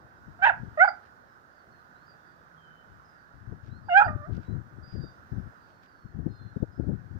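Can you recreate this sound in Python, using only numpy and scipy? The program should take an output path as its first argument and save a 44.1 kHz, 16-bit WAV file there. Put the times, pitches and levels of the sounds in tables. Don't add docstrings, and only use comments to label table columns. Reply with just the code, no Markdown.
import sys
import numpy as np
from scipy import signal
from scipy.fft import rfft, irfft, next_fast_len
from scipy.io import wavfile
from scipy.ndimage import uniform_filter1d, map_coordinates

SR = 44100
rng = np.random.default_rng(int(sys.argv[2]) if len(sys.argv) > 2 else 0)


def wav_out(sig):
    wavfile.write(sys.argv[1], SR, np.round(np.clip(np.atleast_2d(sig).T, -1, 1) * 32767).astype(np.int16))


N = 317079

# f/Hz, relative density/dB
HUSH_COLOUR = [(30, -15), (70, -1), (150, -1), (230, -4), (420, -7.5), (800, -4.5), (1100, -3.5),
               (1500, 2.5), (1800, -6.5), (2250, -23.5), (3000, -27), (5300, -27), (8000, -38),
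               (13700, -41.5), (14900, -31)]
# f/Hz, left minus right/dB
HUSH_BALANCE = [(80, 1.5), (170, -1.5), (400, -1.5), (600, -4), (800, 1.5), (1100, -8), (1500, -17),
                (1900, -11), (2400, 5), (4000, 0), (6000, 0)]
# f/Hz, correlation (clipped to -1..1 in use)
HUSH_LIKENESS = [(60, 0.094), (130, 0.18), (290, 0.79), (640, 0.087), (1410, -1.06), (2400, -0.085),
                 (4000, -0.057)]
# f/Hz, time to fall 60 dB/s
BANK_DECAY = [(500, 0.25), (1500, 0.26), (3000, 0.2), (4800, 0.16), (8000, 0.14)]
# t/s, length/s, start f/Hz, end f/Hz, relative level/dB
WHISTLE_NOTES = [(0.833, 0.063, 4620, 4780, -57), (0.877, 0.029, 4900, 4740, -46.5),
                 (1.272, 0.09, 5300, 5190, -81), (1.523, 0.12, 5000, 4450, -77.5),
                 (1.702, 0.13, 4480, 4080, -80), (1.942, 0.24, 3740, 4800, -78.5),
                 (2.065, 0.083, 4970, 4650, -67.5), (2.14, 0.28, 3600, 3390, -83.5),
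                 (2.2, 0.22, 4900, 4630, -80), (2.566, 0.19, 3270, 3014, -70.5),
                 (2.725, 0.13, 3060, 3045, -70), (2.85, 0.18, 3015, 2940, -86),
                 (3.032, 0.13, 5210, 5020, -74.5), (3.174, 0.08, 4870, 4620, -77),
                 (3.693, 0.11, 3700, 4320, -72), (3.83, 0.12, 4770, 4760, -71.5),
                 (4.039, 0.045, 4670, 4860, -59), (4.43, 0.12, 3790, 4020, -75.5),
                 (4.823, 0.177, 4800, 4810, -62), (4.87, 0.094, 5160, 5140, -69),
                 (4.939, 0.18, 4790, 4756, -58.5), (4.984, 0.15, 3930, 3640, -75),
                 (5.485, 0.38, 5300, 4280, -80.5), (5.823, 0.31, 5060, 4230, -78.5),
                 (6.285, 0.25, 3820, 3460, -81), (6.286, 0.24, 4220, 4150, -69),
                 (6.306, 0.098, 5070, 4930, -78), (6.5, 0.15, 4060, 3670, -84),
                 (6.707, 0.1, 5040, 5120, -79)]
# f/Hz, left minus right/dB
WHISTLE_BALANCE = [(3100, 22), (3700, 13), (3950, 4.5), (4200, 12), (4500, -3), (4770, -14.5),
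                   (4900, -14.5), (5040, 9), (5250, 8)]
# t/s, length/s, level/dB
REED_STROKES = [(1.021, 0.067, -76.5), (3.608, 0.11, -74.5), (4.308, 0.098, -71), (4.395, 0.09, -74),
                (4.86, 0.12, -75.5), (5.63, .12, -76.5), (5.808, .07, -73)]
# f/Hz, relative density/dB
REED_COLOUR = [(1200, -24), (2200, 2), (2900, -0.5), (4000, -2.5), (5200, -4), (7000, -15), (10000, -29.5)]
# t/s, level/dB
BREEZE_LEVELS = [(0.0, -60), (0.7, -47), (1.1, -77), (2.6, -76), (3.25, -75), (3.45, -47), (4.8, -47),
                 (5.25, -58), (5.95, -67.5), (6.1, -52), (7.19, -42.5)]
# t/s, length/s, level/dB
PORT_GUSTS = [(0.268, 0.039, -46), (0.566, 0.12, -42), (2.863, 0.17, -54.5), (3.339, 0.044, -49),
              (3.473, 0.084, -38.5), (3.656, 0.11, -43), (4.064, 0.1, -33), (4.274, 0.12, -33.5),
              (4.483, 0.11, -32.5), (4.782, 0.03, -38.5), (4.926, 0.12, -32), (5.318, 0.081, -31),
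              (5.416, 0.064, -39.5), (6.039, 0.026, -40.5), (6.143, 0.17, -31.5), (6.411, 0.055, -40.5),
              (6.604, 0.022, -27.5), (6.778, 0.14, -28), (6.934, 0.039, -38), (7.108, 0.051, -34)]
# t/s, peak level/dB
PORT_PUFFS = [(0.276, -36), (0.631, -27.5), (0.672, -34.5), (3.52, -25.5), (4.296, -24), (4.338, -35),
              (4.376, -23.5), (4.48, -29), (4.537, -28), (4.95, -24.5), (5.035, -22.5), (6.188, -23),
              (6.262, -13.5), (6.562, -19.5), (6.625, -10), (6.794, -13), (6.834, -23), (6.887, -13.5),
              (6.902, -18.5)]
# f/Hz, relative density/dB
EDDY_COLOUR = [(15, -47), (25, -13), (91, 4), (108, 5), (289, -12), (392, -18), (448, -29.5), (505, -27.5),
               (600, -35.5), (780, -31), (1320, -120)]
SWIRL_COLOUR = [(60, -12), (200, 0.5), (380, -2.5), (550, -13), (900, -31), (1500, -72.5)]
# t/s, pitch f/Hz, fundamental level/dB, upper harmonics re fundamental/dB, roughness 0-1
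SHARP_CALL = [(0.392, 703.5, -49, -26, 0.25), (0.415, 707, -45, -19, 0.25), (0.427, 785.6, -26.5, -5, 0.14),
              (0.45, 796, -18.5, -3, 0.27), (0.461, 960, -23.5, -8.5, 0.65), (0.47, 933.6, -17, -8.5, 0.43),
              (0.49, 887, -24, -5.5, 0.36), (0.502, 717, -23, -15.5, 0.22), (0.51, 687, -30.5, -11.5, 0.2)]
ROUND_CALL = [(0.776, 630.6, -28.5, -18.5, 0.19), (0.788, 599, -24, -14.5, 0.1),
              (0.809, 703, -21, -11.5, 0.038), (0.823, 741.5, -17.5, -5.5, 0.031),
              (0.84, 772.4, -16, -16.5, 0.035), (0.853, 848, -23, -10.5, 0.61), (0.869, 808, -35, -8, 0.2),
              (0.881, 722, -25, -29, 0.28), (0.892, 657, -32, -15.5, 0.25)]
LAST_CALL = [(3.887, 852, -36, -24.5, 0.14), (3.898, 715, -30, -8, 0.038), (3.928, 690.5, -21, -10, 0.029),
             (3.96, 767.6, -19, -10, 0.014), (3.977, 805.3, -13.5, 3, 0.02),
             (3.999, 815.7, -14.5, -4.5, 0.072), (4.023, 844, -20.5, -16.5, 1),
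             (4.04, 823, -30.5, -20.5, 0.28), (4.08, 639, -31.5, -25, 0.51)]
MEWL_CALL = [(4.082, 617.5, -39, -8.5, 0.22), (4.13, 604.5, -49.5, -23, 0.25), (4.17, 587, -53.5, -26, 0.2),
             (4.245, 594, -47.5, -17, 0.19), (4.29, 755, -54, -28, 0.15)]
# f/Hz, gain/dB
THROAT_GAIN = [(1900, 5), (2400, -6.5), (2800, -10), (3200, -18.5), (3700, -23.5), (4150, -29),
               (4750, -25.5), (5700, -38), (7200, -38.5), (9000, -54.5), (15000, -49.5)]
# f/Hz, relative density/dB
BREATH_COLOUR = [(400, -29.5), (900, -8), (2000, 16), (2800, -6), (3700, -9.5), (4250, -24.5),
                 (4700, -12.5), (5000, -30), (5350, -12), (5850, -28), (7100, -15.5), (8600, -34.5),
                 (15000, -32.5)]
# t/s, level/dB
VOICE_SNAPS = [(0.436, -55), (0.814, -61.5), (3.956, -63)]
# f/Hz, relative density/dB
SNAP_COLOUR = [(3000, -20), (6500, 1.5), (8500, -10), (15000, -9.5)]
# f/Hz, left minus right/dB
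MOORHEN_BALANCE = [(600, -3), (950, -5.5), (1450, -15.5), (1900, -9), (2300, 6), (2800, 20), (3200, 15),
                   (3700, 0.5), (4700, -19.5), (6100, 16.5), (7200, 1), (10000, -2.5)]
# f/Hz, left lead/rad
MOORHEN_LEAD = [(500, -1.2), (950, -1.6), (1300, -2.4), (1550, -1.7), (2300, -2.4), (3200, -1.2),
                (5000, -1.6)]


def amp(db):
    return 10 ** (np.asarray(db) / 20)


def unit(x):
    return x / np.sqrt(np.mean(np.abs(x) ** 2) + 1e-20)


def along(points, hz):
    f, v = np.transpose(points)
    return np.interp(np.log(hz + 1), np.log(f + 1), v)


def wobble(rate, size):
    knots = rng.standard_normal(size // 8 + 4)
    return map_coordinates(knots, [np.arange(size) * rate / SR], mode="wrap")


def filtered(x, response):
    m = next_fast_len(N + SR // 2)
    return irfft(rfft(x, m) * response(np.fft.rfftfreq(m, 1 / SR)), m)[..., :N]


def band_noise(colour, size=N):
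    m = next_fast_len(size)
    gain = amp(along(colour, np.fft.rfftfreq(m, 1 / SR)))
    return unit(irfft(rfft(rng.standard_normal(m)) * gain, m)[:size])


def sides(balance_db):
    pair = np.array([amp(balance_db / 2), amp(-balance_db / 2)])
    return pair / np.sqrt(np.mean(pair ** 2, axis=0))


def add(track, s, sound):
    part = track[..., max(round(s * SR), 0):][..., :sound.shape[-1]]
    part += sound[..., :part.shape[-1]]


def hush(level_db=-55.5, patchy_db=1.24, drift_db=1.23):
    spectra = signal.stft(rng.standard_normal((2, N)), nperseg=512)[2]
    patches = uniform_filter1d(rng.standard_normal(spectra.shape[1:]), size=5, axis=0)
    patches = uniform_filter1d(patches, size=16, axis=1)
    pair = signal.istft(spectra * amp(patchy_db * unit(patches)), nperseg=512)[1][:, :N]
    angle = lambda hz: np.arccos(np.clip(along(HUSH_LIKENESS, hz), -1, 1)) / 2
    shares = lambda hz: np.array([np.cos(angle(hz)), np.sin(angle(hz))])
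    mid, side = filtered(pair, lambda hz: amp(along(HUSH_COLOUR, hz)) * shares(hz))
    bed = filtered(np.array([mid + side, mid - side]), lambda hz: sides(along(HUSH_BALANCE, hz)))
    return amp(level_db - drift_db * wobble(2.345, N)) * unit(bed)


def far_hum(hum_hz=160, db=-64, centre_s=2.5, width_s=0.5):
    t = np.arange(N) / SR
    waver = unit(1 + 0.52 * (wobble(25, N) + 1j * wobble(48, N)))
    swell = np.exp(-((t - centre_s) / width_s) ** 2)
    return amp(db) * swell * np.imag(waver * np.exp(2j * np.pi * hum_hz * t))


def banks(x, delay_s, build_s):
    hz, t, spectra = signal.stft(rng.standard_normal((2, SR * 3 // 4)), SR, nperseg=256)
    swell = 1 - np.exp(-np.maximum(t - delay_s, 0) / build_s)
    decay = amp(-60 * t / along(BANK_DECAY, hz)[:, None])
    tail = signal.istft(spectra * swell * decay, SR, nperseg=256)[1]
    return signal.fftconvolve(x[None], tail / np.linalg.norm(tail[0]), axes=1)[:, :N]


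def whistle(length, start_hz, end_hz, settle=1.8, waver=0.0065, flutter_db=3):
    u = np.linspace(0, 1, round(length * SR))
    pitch = start_hz + (end_hz - start_hz) * np.expm1(-settle * u) / np.expm1(-settle)
    phase = 2 * np.pi * np.cumsum(pitch * (1 + waver * wobble(300, len(u)))) / SR
    swell = np.sqrt(2 * np.abs(np.sin(np.pi * u)))
    return amp(flutter_db * wobble(70, len(u))) * swell * np.sin(phase)


def thin_whistles(gain_db=-1.2, wet_db=-11):
    notes = np.zeros(N)
    for s, length, start_hz, end_hz, db in WHISTLE_NOTES:
        add(notes, s, amp(db + gain_db) * whistle(length, start_hz, end_hz))
    direct = filtered(notes, lambda hz: sides(along(WHISTLE_BALANCE, hz)))
    return direct + amp(wet_db) * banks(notes, delay_s=0.01, build_s=0.011)


def reeds(grain_db=4.5):
    strokes = np.zeros(N)
    for s, length, db in REED_STROKES:
        add(strokes, s, amp(db) * np.sqrt(2 * np.abs(np.hanning(round(length * SR)))))
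    friction = [unit(band_noise(REED_COLOUR) * amp(grain_db * wobble(230, N))) for port in range(2)]
    return strokes * np.array(friction)


def puffs(width_s=0.0023, swirl_db=-12):
    track, t = np.zeros(N), np.arange(-SR // 50, SR // 25) / SR
    swirl_shape = amp(swirl_db) * np.exp(-((t - .008) / 0.0086) ** 2)
    for s, db in PORT_PUFFS:
        u = (t - .005) / (width_s * np.exp(0.18 * rng.standard_normal()))
        push = (1 - 2 * u ** 2) * np.exp(-u ** 2)
        swirl = swirl_shape * band_noise(SWIRL_COLOUR, len(t))
        add(track, s + t[0], amp(db) * (push + swirl))
    return track


def wind(attack_s=0.0076, release_s=0.012, lump_db=3.0, leak_db=-27):
    t = np.arange(N) / SR
    strength = amp(np.interp(t, *np.transpose(BREEZE_LEVELS)))
    for s, length, db in PORT_GUSTS:
        rise = np.clip((t - s) / attack_s + .5, 0, 1)
        fall = np.exp(-np.maximum(t - s - length, 0) / release_s)
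        strength += amp(db) * rise * fall
    eddies = np.array([band_noise(EDDY_COLOUR) for port in range(2)])
    lumps = unit(amp(lump_db * wobble(55, N)))
    left, right = strength * lumps * eddies
    return np.array([left + puffs(), amp(leak_db) * right])


def stems(x, scatter_db=-6, corner_hz=4500, spread_s=.0025, count=4):
    highs = signal.sosfilt(signal.butter(2, corner_hz, "high", fs=SR, output="sos"), x)
    lags = rng.uniform(spread_s / 10, spread_s, (2, count))
    copies = [sum(np.roll(port, round(lag * SR)) for lag in row) for port, row in zip(highs, lags)]
    return x + amp(scatter_db) * np.array(copies)


def snaps(width_s=.003):
    track, t = np.zeros(N), np.arange(-SR // 50, SR // 50) / SR
    for s, db in VOICE_SNAPS:
        add(track, s + t[0], amp(db) * np.exp(-np.abs(t) / width_s) * band_noise(SNAP_COLOUR, len(t)))
    return track


def cluck(rows, pipe_hz, pipe_width_hz, pipe_db, off_pipe_db, beak_hz, beak_width_hz, beak_db,
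          edge_db, jitter, rasp_hz, ring_hz, ring_db, breath_db, fray=0.0084, fade_s=.004):
    times, *columns = np.transpose(rows)
    t = np.arange(times[0] - fade_s, times[-1] + fade_s, 1 / SR)
    pitch, db, upper_db, rough = [np.interp(t, times, column) for column in columns]
    resonance = np.exp(-((2 * pitch - pipe_hz) / pipe_width_hz) ** 2)
    second_db = 20 * np.log10(amp(off_pipe_db) + amp(pipe_db) * resonance)
    second_db += 0.2 * (db - db.max())
    unsteady = (jitter * rough + 0.0016) * wobble(300, len(t))
    phase = 2 * np.pi * np.cumsum(pitch * (1 + unsteady)) / SR
    flutter = lambda rate: unit(wobble(rate, len(t)) + 1j * wobble(rate, len(t)))
    voice = np.zeros(len(t))
    for k in range(1, 17):
        lift_db = beak_db * (np.exp(-((k * pitch - beak_hz) / beak_width_hz) ** 2) - .5)
        high_db = upper_db + along(THROAT_GAIN, k * pitch) + lift_db + edge_db * (1 - 3 / k)
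        harmonic_db = 0 if k == 1 else second_db if k == 2 else high_db
        smear = np.clip(rough * (k / 2) ** 0.93 + fray * (k - 1) ** 2, 0, 1)
        rasp = np.sqrt(1 - smear ** 2) + smear * flutter(rasp_hz)
        voice += amp(harmonic_db) * np.imag(rasp * np.exp(1j * k * phase))
    voice += rough * amp(ring_db) * np.imag(flutter(260) * np.exp(2j * np.pi * ring_hz * t))
    voice += amp(breath_db + .5 * upper_db + 9 * rough) * band_noise(BREATH_COLOUR, len(t))
    ramp = np.clip(np.minimum(t - t[0], t[-1] - t) / fade_s, 0, 1)
    gate = np.sin(np.pi / 2 * ramp) ** 2
    track = np.zeros(N)
    add(track, t[0], np.sqrt(2) * amp(db) * gate * voice)
    return signal.sosfilt(signal.butter(5, 540, "high", fs=SR, output="sos"), track)


def moorhen(wet_db=-18.5, echo_s=.038, echo_db=-21):
    calls = [
        cluck(SHARP_CALL, pipe_hz=1534, pipe_width_hz=143, pipe_db=6.3, off_pipe_db=-5.5,
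              beak_hz=2880, beak_width_hz=700, beak_db=7, edge_db=-14.5,
              jitter=0.086, rasp_hz=749.6, ring_hz=1560, ring_db=3.5, breath_db=-29, fray=0.013),
        cluck(ROUND_CALL, pipe_hz=1451, pipe_width_hz=97, pipe_db=6.0, off_pipe_db=-10,
              beak_hz=2050, beak_width_hz=200, beak_db=20.5, edge_db=-8.5,
              jitter=0.021, rasp_hz=467, ring_hz=1306, ring_db=-0.5, breath_db=-25.5),
        cluck(LAST_CALL, pipe_hz=1547, pipe_width_hz=65, pipe_db=5, off_pipe_db=-13.5,
              beak_hz=2824, beak_width_hz=272, beak_db=16.5, edge_db=-18,
              jitter=0.054, rasp_hz=608, ring_hz=1395, ring_db=3.5, breath_db=-28.5, fray=0.0076),
        cluck(MEWL_CALL, pipe_hz=1217, pipe_width_hz=47, pipe_db=2.5, off_pipe_db=-3.5,
              beak_hz=1800, beak_width_hz=350, beak_db=9.5, edge_db=-12.5,
              jitter=0.06, rasp_hz=213.5, ring_hz=1480, ring_db=4, breath_db=-28)]
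    bounce = lambda hz: 1 + amp(echo_db) * np.exp(-2j * np.pi * hz * echo_s)
    port_phase = lambda hz: np.exp(.5j * along(MOORHEN_LEAD, hz) * np.array([[1], [-1]]))
    balance_db = lambda hz: along(MOORHEN_BALANCE, hz)
    near = filtered(sum(calls) + snaps(), lambda hz: bounce(hz) * port_phase(hz) * sides(balance_db(hz)))
    scatter = sum(banks(call, delay_s=0.0087, build_s=0.0092) for call in calls)
    return stems(near) + amp(wet_db) * filtered(scatter, lambda hz: sides(0.69 * balance_db(hz)))


def scene():
    return moorhen() + thin_whistles() + wind() + reeds() + far_hum() + hush()


def record(dry):
    top_hz = 15600
    return filtered(dry, lambda hz: hz < top_hz)


dry = scene()
out = record(dry)
wav_out(out)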